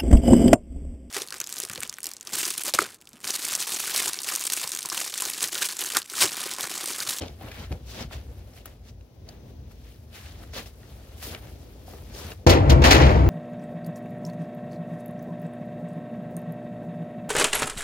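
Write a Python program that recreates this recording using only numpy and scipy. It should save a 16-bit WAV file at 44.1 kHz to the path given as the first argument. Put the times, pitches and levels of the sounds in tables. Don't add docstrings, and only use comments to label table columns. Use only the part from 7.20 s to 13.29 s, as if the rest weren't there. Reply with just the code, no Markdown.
import sys
import numpy as np
from scipy import signal
from scipy.fft import rfft, irfft, next_fast_len
from scipy.io import wavfile
from scipy.ndimage import uniform_filter1d

SR = 44100
rng = np.random.default_rng(int(sys.argv[2]) if len(sys.argv) > 2 else 0)


def wav_record(signal):
    frames = np.transpose(np.atleast_2d(signal))
    bounded = np.clip(frames, -1, 1)
    quanta = np.round(bounded * 32767).astype(np.int16)
    wavfile.write(sys.argv[1], SR, quanta)


N = 268569

# freq_hz, gain_db
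HISS_SPECTRUM = [(71, -32), (120, 7.5), (166, -5), (236, -3), (301, -7.5), (472, -10), (641, -16),
                 (965, -23.5), (1280, -31), (6200, -32.5), (7760, -47.5), (14900, -38.5), (15900, -31)]
# time_s, level_db
THROB_LEVELS = [(0, -42), (0.3, -43), (0.6, -41.5), (0.9, -43), (1.15, -39), (1.45, -48.5), (1.76, -39.5),
                (1.92, -60), (2.02, -42.5), (2.6, -45), (3.2, -42.5), (3.55, -45), (4.3, -41),
                (4.45, -47.5), (4.75, -42.5), (5.24, -42)]
# freq_hz, gain_db
THROB_SPECTRUM = [(15, -66), (25, -30), (39, 6), (59, 5), (108, -2), (140, -15.5), (189, -18), (250, -16),
                  (320, -46), (550, -120)]
# start_s, peak_db, pitch_hz, t60_s
THUMPS = [(0.014, -25.5, 84, 0.093), (0.11, -31, 79, 0.089), (0.241, -32.5, 109.3, 0.2),
          (0.389, -33, 80.7, 0.15), (0.43, -32, 62, 0.15), (0.509, -22, 78, 0.16), (0.609, -32, 61.9, 0.07),
          (0.691, -43, 70, 0.12), (0.848, -24.5, 58, 0.085), (0.953, -28, 66, 0.22), (4.11, -32, 90, 0.13),
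          (4.819, -42, 70, 0.15), (4.945, -37, 80, 0.14), (5.05, -30, 84, 0.19)]
RUSTLE_HZ = [240, 480, 950, 1900, 3200, 5200, 7900, 11000]
RUSTLE_DB = [-7.5, -5, -9, -6.5, -4, -3.5, -8, 0]
# time_s, level_db, scuff_db
STIR = [(0, -63.5, -60), (0.63, -69, -57.5), (1.1, -64.5, -51.5), (1.6, -71.5, -58.5), (2.0, -78, -61),
        (2.45, -75.5, -61), (2.85, -69.5, -57.5), (3.5, -65, -59), (4.0, -61, -54.5), (4.5, -64.5, -57.5),
        (4.9, -63, -53.5), (5.15, -63, -59), (5.25, -69, -49)]
# start_s, level_db, hold_s, rise_s, fall_s, weight_db, bright_db, crisp_db
SWISHES = [(0.013, -44, .01, 0.0099, 0.11, 11, -1.5, -18),
           (0.222, -48.5, 0.077, 0.043, 0.065, 4, -12.5, -11),
           (0.314, -44.5, .005, .02, 0.18, -7, -12, -13), (0.394, -46, 0.048, 0.16, .05, -0.5, -5.5, -11),
           (0.516, -51.5, .01, 0.029, 0.075, 13, -7, -10), (0.686, -53, 0.089, 0.068, 0.11, -3, 1, -4.5),
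           (0.764, -42, 0.059, 0.048, .05, 3, -4.5, -13.5), (0.927, -41, .005, 0.029, 0.082, -4, -6, -11),
           (1.212, -62, .005, .15, 0.079, -5, -5.5, -22), (1.371, -55, .005, 0.064, 0.069, -6, -1.5, -4),
           (1.459, -53.5, 0.0044, 0.016, 0.12, 0, -6, -7), (1.687, -57.5, 0.0044, 0.082, 0.042, -4, 0, -4),
           (2.082, -59, 0.023, .06, .17, 5, -7, -12), (2.301, -66.5, .005, 0.23, .03, 10, -3, -4),
           (2.514, -61.5, .005, 0.023, .05, -4, -2, 0.5), (2.69, -59, .005, .25, .14, -9, -1.5, -3.5),
           (2.954, -47, .005, 0.057, 0.32, -8.5, -4.5, -7.5), (3.05, -53.5, .005, .05, 0.13, -6, -3, -7),
           (3.225, -56.5, .005, 0.25, 0.12, 5.5, -4, -5.5), (3.337, -48.5, .02, 0.012, .05, -1, 3, -2),
           (3.367, -37.5, 0.019, 0.035, 0.06, -1.5, -2, -7),
           (3.462, -52.5, .005, 0.013, 0.054, -1, 1.5, -2), (3.636, -59, .005, 0.027, 0.26, 7, -5, -7),
           (3.72, -62.5, 0.17, .08, 0.51, 3, -12, -5), (3.985, -57.5, .03, .03, .05, -3, 1.5, 2.5),
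           (4.03, -45.5, 0.018, 0.028, 0.035, -6, 3.5, 2), (4.066, -49.5, 0.057, 0.044, .05, 2, 2, 2.5),
           (4.134, -44, 0.024, 0.063, 0.045, -0.5, -14, -15),
           (4.248, -53.5, .005, 0.25, 0.099, 3.5, -12, -4),
           (4.678, -59.5, .07, 0.037, 0.27, 8.5, -1.5, 1.5), (4.952, -48, 0.055, 0.048, 0.11, 4, 2.5, -2.5),
           (5.06, -46, 0.061, 0.17, 0.031, 2.5, -6, -6)]
# start_s, relative_db, pitch_hz, t60_s, knock_offset_db, snap_offset_db
TICKS = [(0.0209, -27.5, 3100, 0.016, -17, -26), (0.0344, -36, 2480, 0.018, -16, -26),
         (0.0603, -40, 3280, 0.02, -15, -23), (0.0817, -36, 3570, 0.023, -20, -29),
         (0.2109, -43.5, 2550, 0.038, 5, -25), (0.2843, -40.5, 2920, 0.032, 3, -22),
         (0.3162, -34, 2460, 0.026, -21, -26), (0.5187, -37.5, 2280, 0.018, 0.5, -5),
         (0.5252, -32, 2530, 0.017, -3, -28), (0.9113, -38.5, 1380, 0.022, -7, -20),
         (1.3359, -49, 5470, 0.02, -11, -16), (1.3758, -46, 2300, 0.022, -10, -19),
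         (1.457, -37.5, 1340, 0.029, -11, 13), (1.8098, -48.5, 2780, 0.015, -7, -24),
         (2.0887, -37, 4620, 0.03, -10, -26), (2.2458, -61, 2690, 0.02, 1, -14),
         (2.5122, -49, 1310, 0.02, -11, -17), (3.235, -45.5, 1200, 0.023, -7, -15),
         (3.3343, -40, 2050, 0.022, -3.5, -16), (3.4585, -41, 2770, 0.017, -8, -17),
         (3.6316, -46.5, 1920, 0.023, -12, -17), (4.0262, -35.5, 1930, 0.022, -5, -10),
         (4.0647, -38, 1420, 0.018, -6, -12), (4.1485, -26, 2380, 0.018, -15, -29),
         (4.6804, -51.5, 1200, 0.02, 13.5, -1), (4.7361, -41, 1210, 0.018, 1.5, -19),
         (4.7844, -46.5, 1170, 0.022, -7, -10), (5.1188, -32.5, 2850, 0.038, -13, -24)]
# time_s, boom_gain_db, drum_gain_db
WALL_GAINS = [(5.268, -13, -11.5), (5.38, -19, -19), (5.44, -15, -24.5), (5.522, -8, -16),
              (5.64, -13.5, -23.5), (5.8, -10.5, -19.5), (5.96, -13, -27), (6.09, -10.5, -26)]
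# freq_hz, width_hz, gain_db
BOOM_MODES = [(63, 14, 0.5), (88.7, 14.5, -1.5), (125.6, 20, -2.5)]
# freq_hz, gain_db, ring_factor
PLATE_MODES = [(343.4, 7, 0.34), (615, 2, 5.8), (656, -11, 0.96), (794, -3.5, 0.6), (927, -8, 0.56),
               (1070, -28, 0.69), (1357, -14, 0.4), (1600, -25, 0.71), (1782, -16, 0.7), (1990, -20, 0.41),
               (2100, -31, 0.26), (2260, -31, 0.49), (2490, -43, 0.48), (2700, -39, 0.48)]
# start_s, gain_db, hardness_db_per_octave, rise_s, ring_factor
BLOWS = [(5.266, -13, 1.5, 0.003, 1.3), (5.294, -9, 3.6, 0.0036, 0.82), (5.495, -12, 3, 0.0035, 0.58),
         (5.618, -18.5, -1.5, 0.0028, 0.58), (5.6379, -7, 1.1, 0.0021, 1.34),
         (5.7058, -4, 2.5, 0.0029, 1.04), (5.7294, -26, 5, 0.003, 3.1), (5.7975, -17, -2.5, 0.0022, 1.5),
         (5.858, -26.5, -2.7, 0.0032, 3), (5.9502, -33, -6, 0.003, 1.1)]
# freq_hz, gain_db
CLATTER_SPECTRUM = [(88, -27), (150, 2), (249, -5), (398, -5), (834, -5.5), (1210, -12), (1930, -10.5),
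                    (3460, -14.5), (4290, -15), (6470, -20.5), (8170, -33), (15900, -37.5)]
# centre_hz, base_t60_s
CLATTER_DECAY = [(250, 1), (500, 0.69), (1000, 0.67), (2000, 0.42), (3500, 0.25), (6000, 0.18),
                 (11000, 0.18)]
# start_s, peak_db, pitch_hz, t60_s
THUDS = [(5.2646, -7.5, 235, 0.017), (5.271, -5., 477, 0.033), (5.27, -9.5, 89.9, 0.38),
         (5.407, -7.5, 94.4, 0.2), (5.497, -4.5, 67.5, 0.26), (5.597, -4.5, 63.5, 0.098),
         (5.805, -8.5, 70.7, 0.34)]


def undb(db):
    return 10 ** (np.asarray(db) / 20)


def level(x, rms_db):
    return x * undb(rms_db) / np.sqrt(np.mean(x ** 2))


def pan(left_minus_right_db):
    return undb([[left_minus_right_db / 2], [-left_minus_right_db / 2]])


def curve(table):
    time_s, *columns = np.transpose(table)
    return [np.interp(np.arange(N) / SR, time_s, column) for column in columns]


def colour(x, spectrum, size=4096):
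    hz, db = np.transpose(spectrum)
    log_hz = np.log(np.arange(size // 2 + 1) * SR / size + 1)
    cepstrum = irfft(np.interp(log_hz, np.log(hz), db) * np.log(10) / 20)
    cepstrum[1:size // 2] *= 2
    cepstrum[size // 2 + 1:] = 0
    impulse = irfft(np.exp(rfft(cepstrum)))
    return signal.fftconvolve(x, impulse[None], axes=1)[:, :x.shape[1]]


def band(x, low_hz, high_hz):
    sos = signal.butter(2, [low_hz, min(high_hz, SR / 2.1)], "band", fs=SR, output="sos")
    return signal.sosfilt(sos, x)


def highpass(x, hz):
    return signal.sosfilt(signal.butter(1, hz, "high", fs=SR, output="sos"), x)


def registers(x, centres_hz):
    size = next_fast_len(x.shape[1])
    spectrum = rfft(x, size)
    log_hz = np.log(np.arange(size // 2 + 1) * SR / size + 1)
    weights = [np.interp(log_hz, np.log(centres_hz), row) for row in np.eye(len(centres_hz))]
    return [irfft(spectrum * weight, size)[:, :x.shape[1]] for weight in weights]


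def walk(rate_hz):
    hold = int(SR / rate_hz)
    steps = np.repeat(rng.standard_normal(N // hold + 1), hold)
    return 1.14 * uniform_filter1d(uniform_filter1d(steps, hold), hold)[:N]


def ring(x, hz, t60_s):
    radius = np.exp(-np.log(1000) / (t60_s * SR))
    angle = 2 * np.pi * hz / SR
    return signal.lfilter([np.sin(angle)], [1, -2 * radius * np.cos(angle), radius ** 2], x)


def ports(x, lag_samples):
    index = np.arange(len(x))
    return np.array([x, np.interp(index - lag_samples, index, x)])


def grains(rate_hz, spread_db, bed, lag_samples, scatter_hz, scatter_db, size=N):
    snaps = (rng.random(size) < rate_hz / SR) * undb(spread_db * np.minimum(rng.exponential(size=size), 3))
    direct, left, right = rng.standard_normal((3, size)) * np.hypot(level(snaps, 0), bed)
    scatter = undb(scatter_db) * highpass([left, right], scatter_hz)
    return level(ports(direct, lag_samples) + scatter, 0)


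def knocks(start_s, peak_db, pitch_hz, t60_s, noise_share, band_ratio, contact=1.1):
    track, t = np.zeros(N + SR), np.arange(SR // 5) / SR
    for onset_s, db, hz, decay_s in np.broadcast(start_s, peak_db, pitch_hz, t60_s):
        grit = rng.standard_normal(len(t))
        grit[0] += contact * np.sqrt(SR / hz)
        rough = level(band(grit, hz / band_ratio, hz * band_ratio), -3.5)
        tone = np.sin(2 * np.pi * hz * t)
        knock = ((1 - noise_share) * tone + noise_share * rough) * 1000. ** (-t / decay_s)
        first = int(onset_s * SR)
        track[first:first + len(t)] += undb(db) * knock / np.abs(knock).max()
    return track[:N]


def far_hiss():
    mid, side = colour(rng.standard_normal((2, N)), HISS_SPECTRUM)
    side = highpass(side, hz=600)
    hiss = level(np.array([mid + side, mid - side]), rms_db=-53) * undb(2.5 * walk(rate_hz=2.89))
    return hiss + 0.44 * highpass(hiss, hz=900) * [[1], [-1]]


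def low_throb():
    bass = level(colour(rng.standard_normal((1, N)), THROB_SPECTRUM), 0)
    throb = bass * undb(curve(THROB_LEVELS)[0] + walk(rate_hz=18))
    thumps = knocks(*np.transpose(THUMPS), noise_share=0.36, band_ratio=1.92, contact=0.37)
    return (throb + thumps) * pan(1.2)


def tints_db(weight_db, bright_db, crisp_db):
    return [weight_db, weight_db, weight_db / 3, 0,
            bright_db / 3, bright_db, (bright_db + crisp_db) / 2, crisp_db]


def suit_rustle():
    start_s, level_db, hold_s, rise_s, fall_s, *tone_db = np.transpose(SWISHES)[:, :, None]
    t = np.arange(N) / SR
    coarse_s = t[::44]
    away = np.maximum((start_s - coarse_s) / rise_s, (coarse_s - start_s - hold_s) / fall_s)
    swells = undb(-20 * np.clip(away, 0, 6))
    stir_db, scuff_db = curve(STIR)
    stir_tints = tints_db(scuff_db - stir_db, bright_db=-1.5, crisp_db=-0.9)
    crackle = grains(rate_hz=1500, spread_db=1.9, bed=1.62, lag_samples=2.14,
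                     scatter_hz=1170, scatter_db=4.3)
    crackle = band(crackle * undb(walk(rate_hz=40)), 190, 15400)
    parts = registers(crackle, RUSTLE_HZ)
    rustle = 0
    for part, share_db, swish_tint, stir_tint in zip(parts, RUSTLE_DB, tints_db(*tone_db), stir_tints):
        power = np.sum((undb(level_db + swish_tint) * swells) ** 2, axis=0)
        swish = np.interp(t, coarse_s, np.sqrt(power)) * pan(1.7)
        stir = undb(stir_db + stir_tint) * pan(2)
        flicker_db = 0.98 * walk(rate_hz=25.06) + 1.75 * walk(rate_hz=150)
        rustle += level(part, share_db) * np.hypot(swish, stir) * undb(flicker_db)
    return rustle * (t < STIR[-1][0])


def crease_ticks():
    start_s, db, pitch_hz, t60_s, knock_db, snap_db = np.transpose(TICKS)
    click = knocks(start_s, db + 3, pitch_hz, t60_s, noise_share=0.55, band_ratio=1.9)
    knock = knocks(start_s, db + knock_db, 659, 1.1 * t60_s, noise_share=1, band_ratio=1.1)
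    snap = knocks(start_s, db + snap_db - 2.5, 11500, 0.7 * t60_s, noise_share=1, band_ratio=1.45)
    return ports(click + knock + snap, lag_samples=2.7) * pan(1.7)


def bin_walls(rattle, t):
    boom_db, drum_db = (gain_db[-len(t):] for gain_db in curve(WALL_GAINS))
    boom = sum(undb(db) * ring(rattle, hz, t60_s=2.27 / width_hz) * np.sqrt(width_hz)
               for hz, width_hz, db in BOOM_MODES)
    plates = sum(undb(db) * ring(rattle, hz, t60_s=0.64 * ring_factor) / np.sqrt(ring_factor)
                 for hz, db, ring_factor in PLATE_MODES)
    drum = level(plates, -6.5) + level(band(rattle, 202, 607), -3.26)
    return (level(boom, -3) * undb(boom_db) + drum * undb(drum_db)) * (t > BLOWS[0][0])


def panel_clatter(rattle, t):
    parts = registers(rattle, [hz for hz, _ in CLATTER_DECAY])
    clatter = 0
    for part, (hz, base_t60_s) in zip(parts, CLATTER_DECAY):
        power = 0
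        for start_s, gain_db, hardness_db_per_octave, rise_s, ring_factor in BLOWS:
            age_s = np.maximum(t - start_s, 0)
            contact = 1 + 0.12 * np.exp(-age_s / 0.0026)
            attack = 1 - np.exp(-age_s / rise_s)
            decay = 1000. ** (-age_s / (base_t60_s * ring_factor))
            gain = undb(gain_db + hardness_db_per_octave * np.log2(hz / 3000))
            power += (gain * contact * attack * decay) ** 2
        chatter_db = 2.15 * walk(rate_hz=120)[-len(t):]
        clatter += part * np.sqrt(power) * undb(chatter_db)
    rattle_rms = np.std(band(colour(rattle, CLATTER_SPECTRUM), 1200, 7000))
    return colour(clatter, CLATTER_SPECTRUM) / rattle_rms * undb(-6)


def bin_crash():
    first = int(5.2 * SR)
    t = np.arange(first, N) / SR
    rattle = grains(rate_hz=5000, spread_db=2.9, bed=1.08, lag_samples=19,
                    scatter_hz=850, scatter_db=1.4, size=len(t))
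    crash = np.pad(panel_clatter(rattle, t) + bin_walls(rattle, t), ((0, 0), (first, 0)))
    thuds = knocks(*np.transpose(THUDS), noise_share=0.23, band_ratio=1.95, contact=0.11)
    return (crash + ports(thuds, lag_samples=14.6)) * pan(2.4)


def scene():
    return suit_rustle() + crease_ticks() + low_throb() + far_hiss() + bin_crash()


def record(dry):
    bass_stop_hz, top_hz = 42, 15800
    low_cut = signal.cheby2(4, 17, bass_stop_hz, "high", fs=SR, output="sos")
    high_cut = signal.ellip(12, 0.2, 80, top_hz, fs=SR, output="sos")
    rounded = np.tanh(0.83 * signal.sosfilt(low_cut, dry)) / 0.78
    return signal.sosfilt(high_cut, rounded)


dry = scene()
out = record(dry)
wav_record(out)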